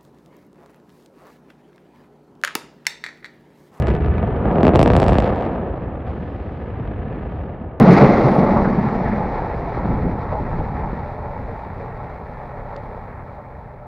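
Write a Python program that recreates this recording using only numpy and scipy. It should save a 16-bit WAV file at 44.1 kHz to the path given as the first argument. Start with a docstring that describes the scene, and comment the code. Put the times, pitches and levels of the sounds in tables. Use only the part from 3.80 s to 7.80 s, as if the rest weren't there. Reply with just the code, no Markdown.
"""Rocket exhaust rumbles and roars as a rocket lands far away across open scrub: shaped noise with moving levels.
The sound steepens on the way into shock fronts, made as rounded pressure jumps that relax: a soft crackle
throughout, and a volley of sharp cracks as the roar swells at about one second. The brush scatters each front
into noise, and an inverted second arrival hollows the sound. A deep throb opens the scene; the roar sinks to a
dull rolling rumble with a faint hiss. A limiter holds the loudest peaks."""
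import sys
import numpy as np
from scipy import signal
from scipy.fft import rfft, irfft
from scipy.io import wavfile
from scipy.ndimage import uniform_filter1d, minimum_filter1d

SR = 44100
rng = np.random.default_rng(int(sys.argv[2]) if len(sys.argv) > 2 else 0)


def generate_wav(sig):
    """Save sig (samples, or channels by samples) to the path in sys.argv[1] as 16-bit PCM at SR."""
    pcm = np.round(np.clip(np.atleast_2d(sig).T, -1, 1) * 32767).astype(np.int16)
    wavfile.write(sys.argv[1], SR, pcm)


N = 176400
TIME = np.arange(N) / SR


def from_db(db):
    """Level: decibels to amplitude gain."""
    return 10 ** (np.asarray(db) / 20)


def at_time(rows, s):
    """Linear interpolation: the columns of a curve at the given times."""
    times, *columns = np.transpose(rows)
    return [np.interp(s, times, column) for column in columns]


def bell(x, hz, q, db):
    """Resonance: a peaking filter raises or lowers one band."""
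    w, g = 2 * np.pi * hz / SR, from_db(db / 2)
    k, c = np.sin(w) / (2 * q), -2 * np.cos(w)
    return signal.lfilter([1 + k * g, c, 1 - k * g], [1 + k / g, c, 1 - k / g], x)


def lag(x, hz, q):
    """Phase dispersion: an all-pass filter delays one band and keeps its level."""
    w = 2 * np.pi * hz / SR
    k = np.sin(w) / (2 * q)
    a = [1 + k, -2 * np.cos(w), 1 - k]
    return signal.lfilter(a[::-1], a, x)


def high_pass(x, hz):
    """Low-frequency attenuation: a second-order low cut."""
    return signal.sosfilt(signal.butter(2, hz, "high", fs=SR, output="sos"), x)


# stereo width of the noise: (pitch_hz, side_against_mid_db)
WIDTH = [(30, -33.5), (125, -19.5), (500, -21.5), (1000, -13), (2000, -10.5), (4000, -23.5), (10000, -2.5)]


def shaped_noise(spectrum):
    """Spectral shaping: stereo noise of rms 1, most alike in both channels at low pitch."""
    log_hz = np.log(np.arange(N // 2 + 1) * SR / N + 1)

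    def gain_of(points):
        hz, db = np.transpose(points)
        return from_db(np.interp(log_hz, np.log(hz), db))

    width = gain_of(WIDTH)
    mid, side = rfft(rng.standard_normal((2, N))) * gain_of(spectrum)
    noise = irfft(np.array([mid + width * side, mid - width * side]), N)
    return noise / noise.std()


# exhaust noise over time: (start_s, rumble_db, low_roar_db, high_roar_db, treble_db)
EXHAUST = [(0, -15, -25, -28.5, -41.5), (0.101, -22.5, -21.5, -28.5, -38.5), (.2, -21, -24.5, -33, -42.5),
           (.29, -17.5, -26.5, -33.5, -44), (0.341, -22, -25.5, -31.5, -39.5),
           (0.449, -18.5, -25.5, -29, -41.5), (.58, -21.5, -25.5, -28.5, -43), (.7, -23.5, -22, -23, -40.5),
           (.85, -38, -17, -22, -42), (.94, -21.5, -19.5, -23.5, -37), (1.029, -21, -16.5, -26.5, -45),
           (1.28, -13.5, -24, -24, -40), (1.48, -24.5, -26, -25, -39), (1.7, -29, -25.5, -27.5, -44),
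           (1.95, -27.5, -29.5, -32.5, -48), (2.25, -30, -35.5, -37.5, -49.5),
           (2.275, -25.5, -36.5, -31, -44), (2.33, -30, -32, -37, -47.5), (2.6, -31, -33.5, -37.5, -49),
           (3.1, -26.5, -34.5, -37.5, -48), (3.35, -28.5, -31.5, -37, -46.5),
           (3.6, -29.5, -35.5, -37.5, -50), (3.8, -33, -36.5, -38.5, -52), (4, -33, -37, -39, -57.5)]
# relative spectra of the four layers: (pitch_hz, level_db per Hz)
RUMBLE = [(20, -41.5), (31, -15.5), (40, -4), (50, 3.5), (70, 6), (100, 2.5), (150, -4.5), (200, -17.5),
          (300, -18.5), (600, -84.5), (2000, -120)]
LOW_ROAR = [(80, -20.5), (140, -0.5), (190, 2.5), (250, 0.5), (320, -1), (420, -4), (520, -10.5),
            (700, -29.5), (1500, -47.5), (4000, -73.5), (10000, -110)]
HIGH_ROAR = [(100, -36), (350, -18.5), (500, 3), (620, -3.5), (760, -1.5), (950, -10), (1250, -13.5),
             (1600, -24.5), (4000, -63), (10000, -105)]
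TREBLE = [(300, -29.5), (1000, -4.5), (1250, 2.5), (1450, -3), (1700, 2), (2000, -4), (2600, -10),
          (3300, -18.5), (4200, -29), (6000, -51.5), (9200, -65), (9500, -39.5), (9850, -40.5),
          (10200, -66.5), (15000, -92)]
FLUTTER_HZ = (12, 60.4)   # range of flutter rates
FLUTTER_DB = (0, 1, 1.201, 2.001)   # rms depth for rumble, low roar, high roar, treble


def exhaust():
    """Jet mixing noise: four bands swell separately; turbulence makes roar and treble flutter together."""
    flutter_band = signal.butter(2, FLUTTER_HZ, "band", fs=SR, output="sos")
    flutter = signal.sosfilt(flutter_band, rng.standard_normal(N + SR))[SR:]
    flutter = flutter / flutter.std()
    out = 0
    spectra = (RUMBLE, LOW_ROAR, HIGH_ROAR, TREBLE)
    for level_db, depth_db, spectrum in zip(at_time(EXHAUST, TIME), FLUTTER_DB, spectra):
        out = out + from_db(level_db + depth_db * flutter) * shaped_noise(spectrum)
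    return out


# lower limit on rise time, which blunts the late fronts: (start_s, shortest_rise_us)
BLUNTING = [(0, 10), (1.7, 10), (2.2, 112)]
FOLD_S, FOLD_SHARE = .0006, 0.2   # longest delay of the folded twin; its share of the front
RELAX_S, SHOCK_S = 0.0021, .03   # decay constant of the pressure; length of one shock


def shocks(rows):
    """Nonlinear steepening: a rounded pressure jump, folded by turbulence into a weaker twin, relaxes."""
    lead, length = SR // 500, int(SHOCK_S * SR)   # lead leaves room for the rise before the jump
    out = np.zeros(N + SR)
    for s, db, rise_us in rows:
        start = max(int(s * SR), 0)
        t = (start + np.arange(-lead, length)) / SR - s
        shortest_us, = at_time(BLUNTING, s)
        rise_s = max(rise_us, shortest_us) * 1e-6
        front = (1 + np.tanh(t / rise_s)) / 2
        twin = np.interp(t - FOLD_S * rng.random(), t, front)
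        front = front + FOLD_SHARE * (twin - front)
        out[start:start + lead + length] += from_db(db) * front * np.exp(-t / RELAX_S)
    return out[lead:lead + N] + 1e-18   # the offset keeps later filters clear of exact silence


# individually timed shock fronts, strong and faint, before colouring: (start_s, jump_db, rise_us)
CRACKS = [(0.0233, -8.5, 59), (0.0626, -18, 65), (0.0708, -8.5, 53), (0.0834, -9.5, 58),
          (0.0901, -10.5, 68), (0.1029, -8.5, 69), (0.1172, -11.5, 86), (0.1384, -11, 86),
          (0.151, -11.5, 58), (0.165, -10.5, 88), (0.2077, -13, 95), (0.2225, -14, 98), (0.2469, -9, 90),
          (0.2607, -13, 75), (0.284, -10, 100), (0.3412, -13, 100), (0.3818, -11.5, 80),
          (0.4287, -9.5, 110), (0.4745, -15, 94), (0.5639, -12.5, 96), (0.6559, -6.5, 110),
          (0.7129, -6, 116), (0.7572, -3.5, 110), (0.7842, -2.5, 112), (0.8073, -7.5, 87),
          (0.8103, -6, 106), (0.8318, 0, 57), (0.8455, -5, 92), (0.852, -0.5, 70), (0.8615, -11.5, 110),
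          (0.8682, 1, 64), (0.8807, 2, 74), (0.8918, -2, 87), (0.936, -2.5, 108), (0.9427, -6, 83),
          (0.9521, -1, 72), (0.9579, 4, 44), (0.966, -6.5, 82), (0.9731, -10.5, 71), (0.9929, 2.5, 48),
          (1.0034, -3, 56), (1.0145, 1, 54), (1.0294, 0.5, 26), (1.0407, -21.0, 24), (1.0517, -16.5, 54),
          (1.0604, 2.5, 74), (1.0729, -2.5, 110), (1.0772, -1.5, 48), (1.0859, -11, 68), (1.1025, 3, 74),
          (1.1087, -9.5, 64), (1.1124, -13, 82), (1.1187, -8, 60), (1.1351, -3, 55), (1.1404, -15, 43),
          (1.1526, -1.5, 69), (1.1657, -1, 32), (1.1772, -3, 120), (1.1873, -8.5, 58), (1.2007, -6, 28),
          (1.2191, -3.5, 59), (1.2221, -5, 63), (1.2299, -1, 56), (1.2407, -9, 40), (1.2645, -4.5, 63),
          (1.2827, -2.5, 39), (1.2929, -2.5, 72), (1.2976, -12.5, 37), (1.3213, -1, 100),
          (1.3323, -5.5, 48), (1.3434, -11.0, 60), (1.3546, -4, 83), (1.3849, 0.5, 48), (1.4026, -6, 45),
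          (1.4234, -8, 59), (1.4432, -7.5, 66), (1.4627, -8, 76), (1.4766, -7, 76), (1.525, -10, 88),
          (1.56, -17.0, 56), (1.5714, -16.5, 74), (1.6091, -15, 60), (1.6239, -12, 71), (1.6751, -15, 94),
          (2.9985, -18, 47), (3.0757, -14.5, 96), (3.1635, -24, 66), (3.3576, -20.5, 47)]


def cracks():
    """Shock waves: individually timed fronts, strong and faint, most crowded around one second."""
    return shocks(CRACKS)


# the many small shocks, before colouring: (start_s, typical_jump_db, typical_rise_us, size_spread_db)
CRACKLE = [(0, -26.5, 210, 0.5), (.4, -22.5, 150, 5), (.53, -26, 170, -3), (.75, -21, 74, -3),
           (.87, -23, 160, 0), (.93, -23.5, 130, 6.5), (1.03, -15.5, 99, -0.5), (1.3, -19, 42, 1),
           (1.45, -15.5, 76, -4.5), (1.65, -21.5, 82, -7), (1.9, -28.5, 100, 3), (2.22, -34, 96, 4.5),
           (2.7, -30, 135, 0.5), (3.1, -26.5, 72, 0.5), (3.6, -32, 110, 4.5), (4, -40.5, 180, 4.5)]
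SHOCKS_PER_S = 175
STEEPENING = .15   # dB of shortening in rise time per dB of extra size


def crackle():
    """Shock merging: small fronts are uneven but seldom close together; the bigger ones are steeper."""
    waits = rng.exponential(1, (2000, 4))
    s = np.cumsum(waits[:, 1:].mean(axis=1)) / SHOCKS_PER_S   # averaging makes short gaps rare
    db, rise_us, spread_db = at_time(CRACKLE, s)
    size_db = spread_db * (np.minimum(waits[:, 0], 3) - 1)
    rows = np.transpose([s, db + size_db, rise_us * from_db(-STEEPENING * size_db)])
    return shocks(rows[s < N / SR])


# colour that ground and microphone give to a front: (pitch_hz, q, level_db)
COLOUR = [(189, 2, 1.5), (1030, 2.4, 1), (1440, 11, -4), (1940, 7.7, -1.5), (6400, 2.5, -8.5),
          (8000, 1.7, 6), (9650, 15, -12), (12700, 10, -20)]
# bands delayed by all-pass filters: (pitch_hz, q)
LAGS = [(370, 1.12), (142, 1.19)]
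# hollow knock, weak at first, strongest from 0.8 to 1.8 s, then about half: (start_s, share)
KNOCK = [(0, 0.17), (.45, 0.36), (.8, 1), (1.8, 0.98), (2.6, 0.43), (4, 0.42)]
KNOCK_HZ, KNOCK_Q, KNOCK_DB = 637, 1.47, 10
LOW_CUT_HZ = 54.4


def over_ground(x):
    """Ground filtering: fronts lose their deepest part, gain a hollow knock, and their lows arrive late."""
    for hz, q, db in COLOUR:
        x = bell(x, hz, q, db)
    share, = at_time(KNOCK, TIME)
    x = x + share * (bell(x, KNOCK_HZ, KNOCK_Q, KNOCK_DB) - x)
    for hz, q in LAGS:
        x = lag(x, hz, q)
    return high_pass(high_pass(x, LOW_CUT_HZ), LOW_CUT_HZ)


# a duller arrival by another path, strongest near 0.45 s and weakest near 0.8 s: (start_s, level_db)
ECHO = [(0, -10.5), (.45, -5.5), (.8, -28.5), (4, -15)]
ECHO_S, ECHO_CUT_HZ, ECHO_LOW_HZ = 0.003686, 3400, 125   # delay; upper and lower cut


def second_arrival(x):
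    """Multipath interference: a thinner, duller, inverted copy a few milliseconds late hollows the sound."""
    db, = at_time(ECHO, TIME)
    thin = high_pass(x, ECHO_LOW_HZ)
    dull = signal.sosfilt(signal.butter(2, ECHO_CUT_HZ, fs=SR, output="sos"), thin)
    late = np.array([np.interp(TIME - ECHO_S, TIME, channel, left=0) for channel in dull])
    return -from_db(db) * late


# scatter by band: (lowest_hz, highest_hz, twigs_db, scrub_db)
SCATTER = [(400, 1700, -19.5, -17.5), (1200, 2800, -9, -21.5), (2700, 2760, -7, -3), (5200, 7900, -9, -6.5),
           (10000, 15000, -1, -17)]
# level of the fronts that feed the scatter: (start_s, level_db)
SPRAY = [(0, 4.5), (.8, 0.5), (1.05, 0.5), (1.15, 0.5), (1.45, 0), (1.8, 2.5), (4, 9)]
TWIGS_T60_S, SCRUB_T60_S = 0.011, 0.054   # time to decay by 60 dB: near twigs, wider scrub
SCATTER_SIDE_DB = -5   # side against mid


def scatter(fronts):
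    """Diffuse scattering: twigs and scrub break fronts into decaying noise, different on each side."""
    spray_db, = at_time(SPRAY, TIME)
    x = from_db(spray_db) * fronts
    out = 0
    for low_hz, high_hz, twigs_db, scrub_db in SCATTER:
        sos = signal.butter(3, [low_hz, high_hz], "band", fs=SR, output="sos")
        band = signal.sosfilt(sos, x)
        power = 0
        for db, t60 in ((twigs_db, TWIGS_T60_S), (scrub_db, SCRUB_T60_S)):
            r = from_db(-60 / (t60 * SR)) ** 2   # power kept from one sample to the next
            power = power + from_db(db) ** 2 * signal.lfilter([1 - r], [1, -r], band ** 2)
        # the noise takes the smoothed spectrum of the band
        colour = np.sqrt(uniform_filter1d(np.abs(rfft(band)) ** 2, size=801).clip(0))
        noise = irfft(rfft(rng.standard_normal((2, N))) * colour, N)
        mid, side = noise / noise.std()
        stereo = mid + from_db(SCATTER_SIDE_DB) * side * np.array([[1], [-1]])
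        out = out + np.sqrt(power) * stereo
    return out


# deep throb under the opening: (start_s, level_db)
THROB_LEVEL = [(0, -28), (.1, -22), (.2, -22), (.29, -15.5), (.34, -28), (.45, -26), (.7, -42), (4, -70)]
# its relative spectrum: (pitch_hz, level_db per Hz)
THROB = [(25, -30), (45, -9), (72, 0), (95, -8.5), (160, -35), (1000, -120)]


def throb():
    """Narrow-band noise: random beating in a low band makes a deep throb that fades after the opening."""
    db, = at_time(THROB_LEVEL, TIME)
    return from_db(db) * shaped_noise(THROB)


# airy hiss that sets in under the late rumble: (start_s, level_db)
HISS_LEVEL = [(0, -98), (2.25, -78), (2.275, -61), (2.33, -65.5), (2.65, -65.5), (2.8, -67.5), (3.15, -75),
              (3.6, -70.5), (4, -95)]
# its relative spectrum: (pitch_hz, level_db per Hz)
HISS = [(1500, -31), (3000, 1.5), (4500, -9), (6000, -20), (8500, -31.5), (14000, -44)]


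def hiss():
    """High-band noise: a faint smooth hiss with a slowly moving level."""
    db, = at_time(HISS_LEVEL, TIME)
    return from_db(db) * shaped_noise(HISS)


def scene():
    """Superposition: exhaust and fronts by two paths, the scatter of the fronts, throb and hiss."""
    fronts = over_ground(cracks() + crackle())
    direct = exhaust() + fronts
    return direct + second_arrival(direct) + scatter(fronts) + throb() + hiss()


CEILING_DB, RELEASE_DB_PER_S = -.6, 262
CUTOFF_HZ = 15800   # stopband edge


def record(dry):
    """Dynamic limiting: a look-ahead gain holds the peaks, then a steep low-pass cuts the top."""
    peak_db = 20 * np.log10(np.abs(dry).max(axis=0) + 1e-9)
    over_db = np.maximum(peak_db - CEILING_DB, 0)
    release_db = RELEASE_DB_PER_S * TIME
    held_db = np.maximum.accumulate(over_db + release_db) - release_db
    gain_db = uniform_filter1d(minimum_filter1d(-held_db, size=131), size=131)   # windows of about 3 ms
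    low_pass = signal.cheby2(12, 70, CUTOFF_HZ, fs=SR, output="sos")
    return signal.sosfilt(low_pass, dry * from_db(gain_db))


dry = scene()
out = record(dry)
generate_wav(out)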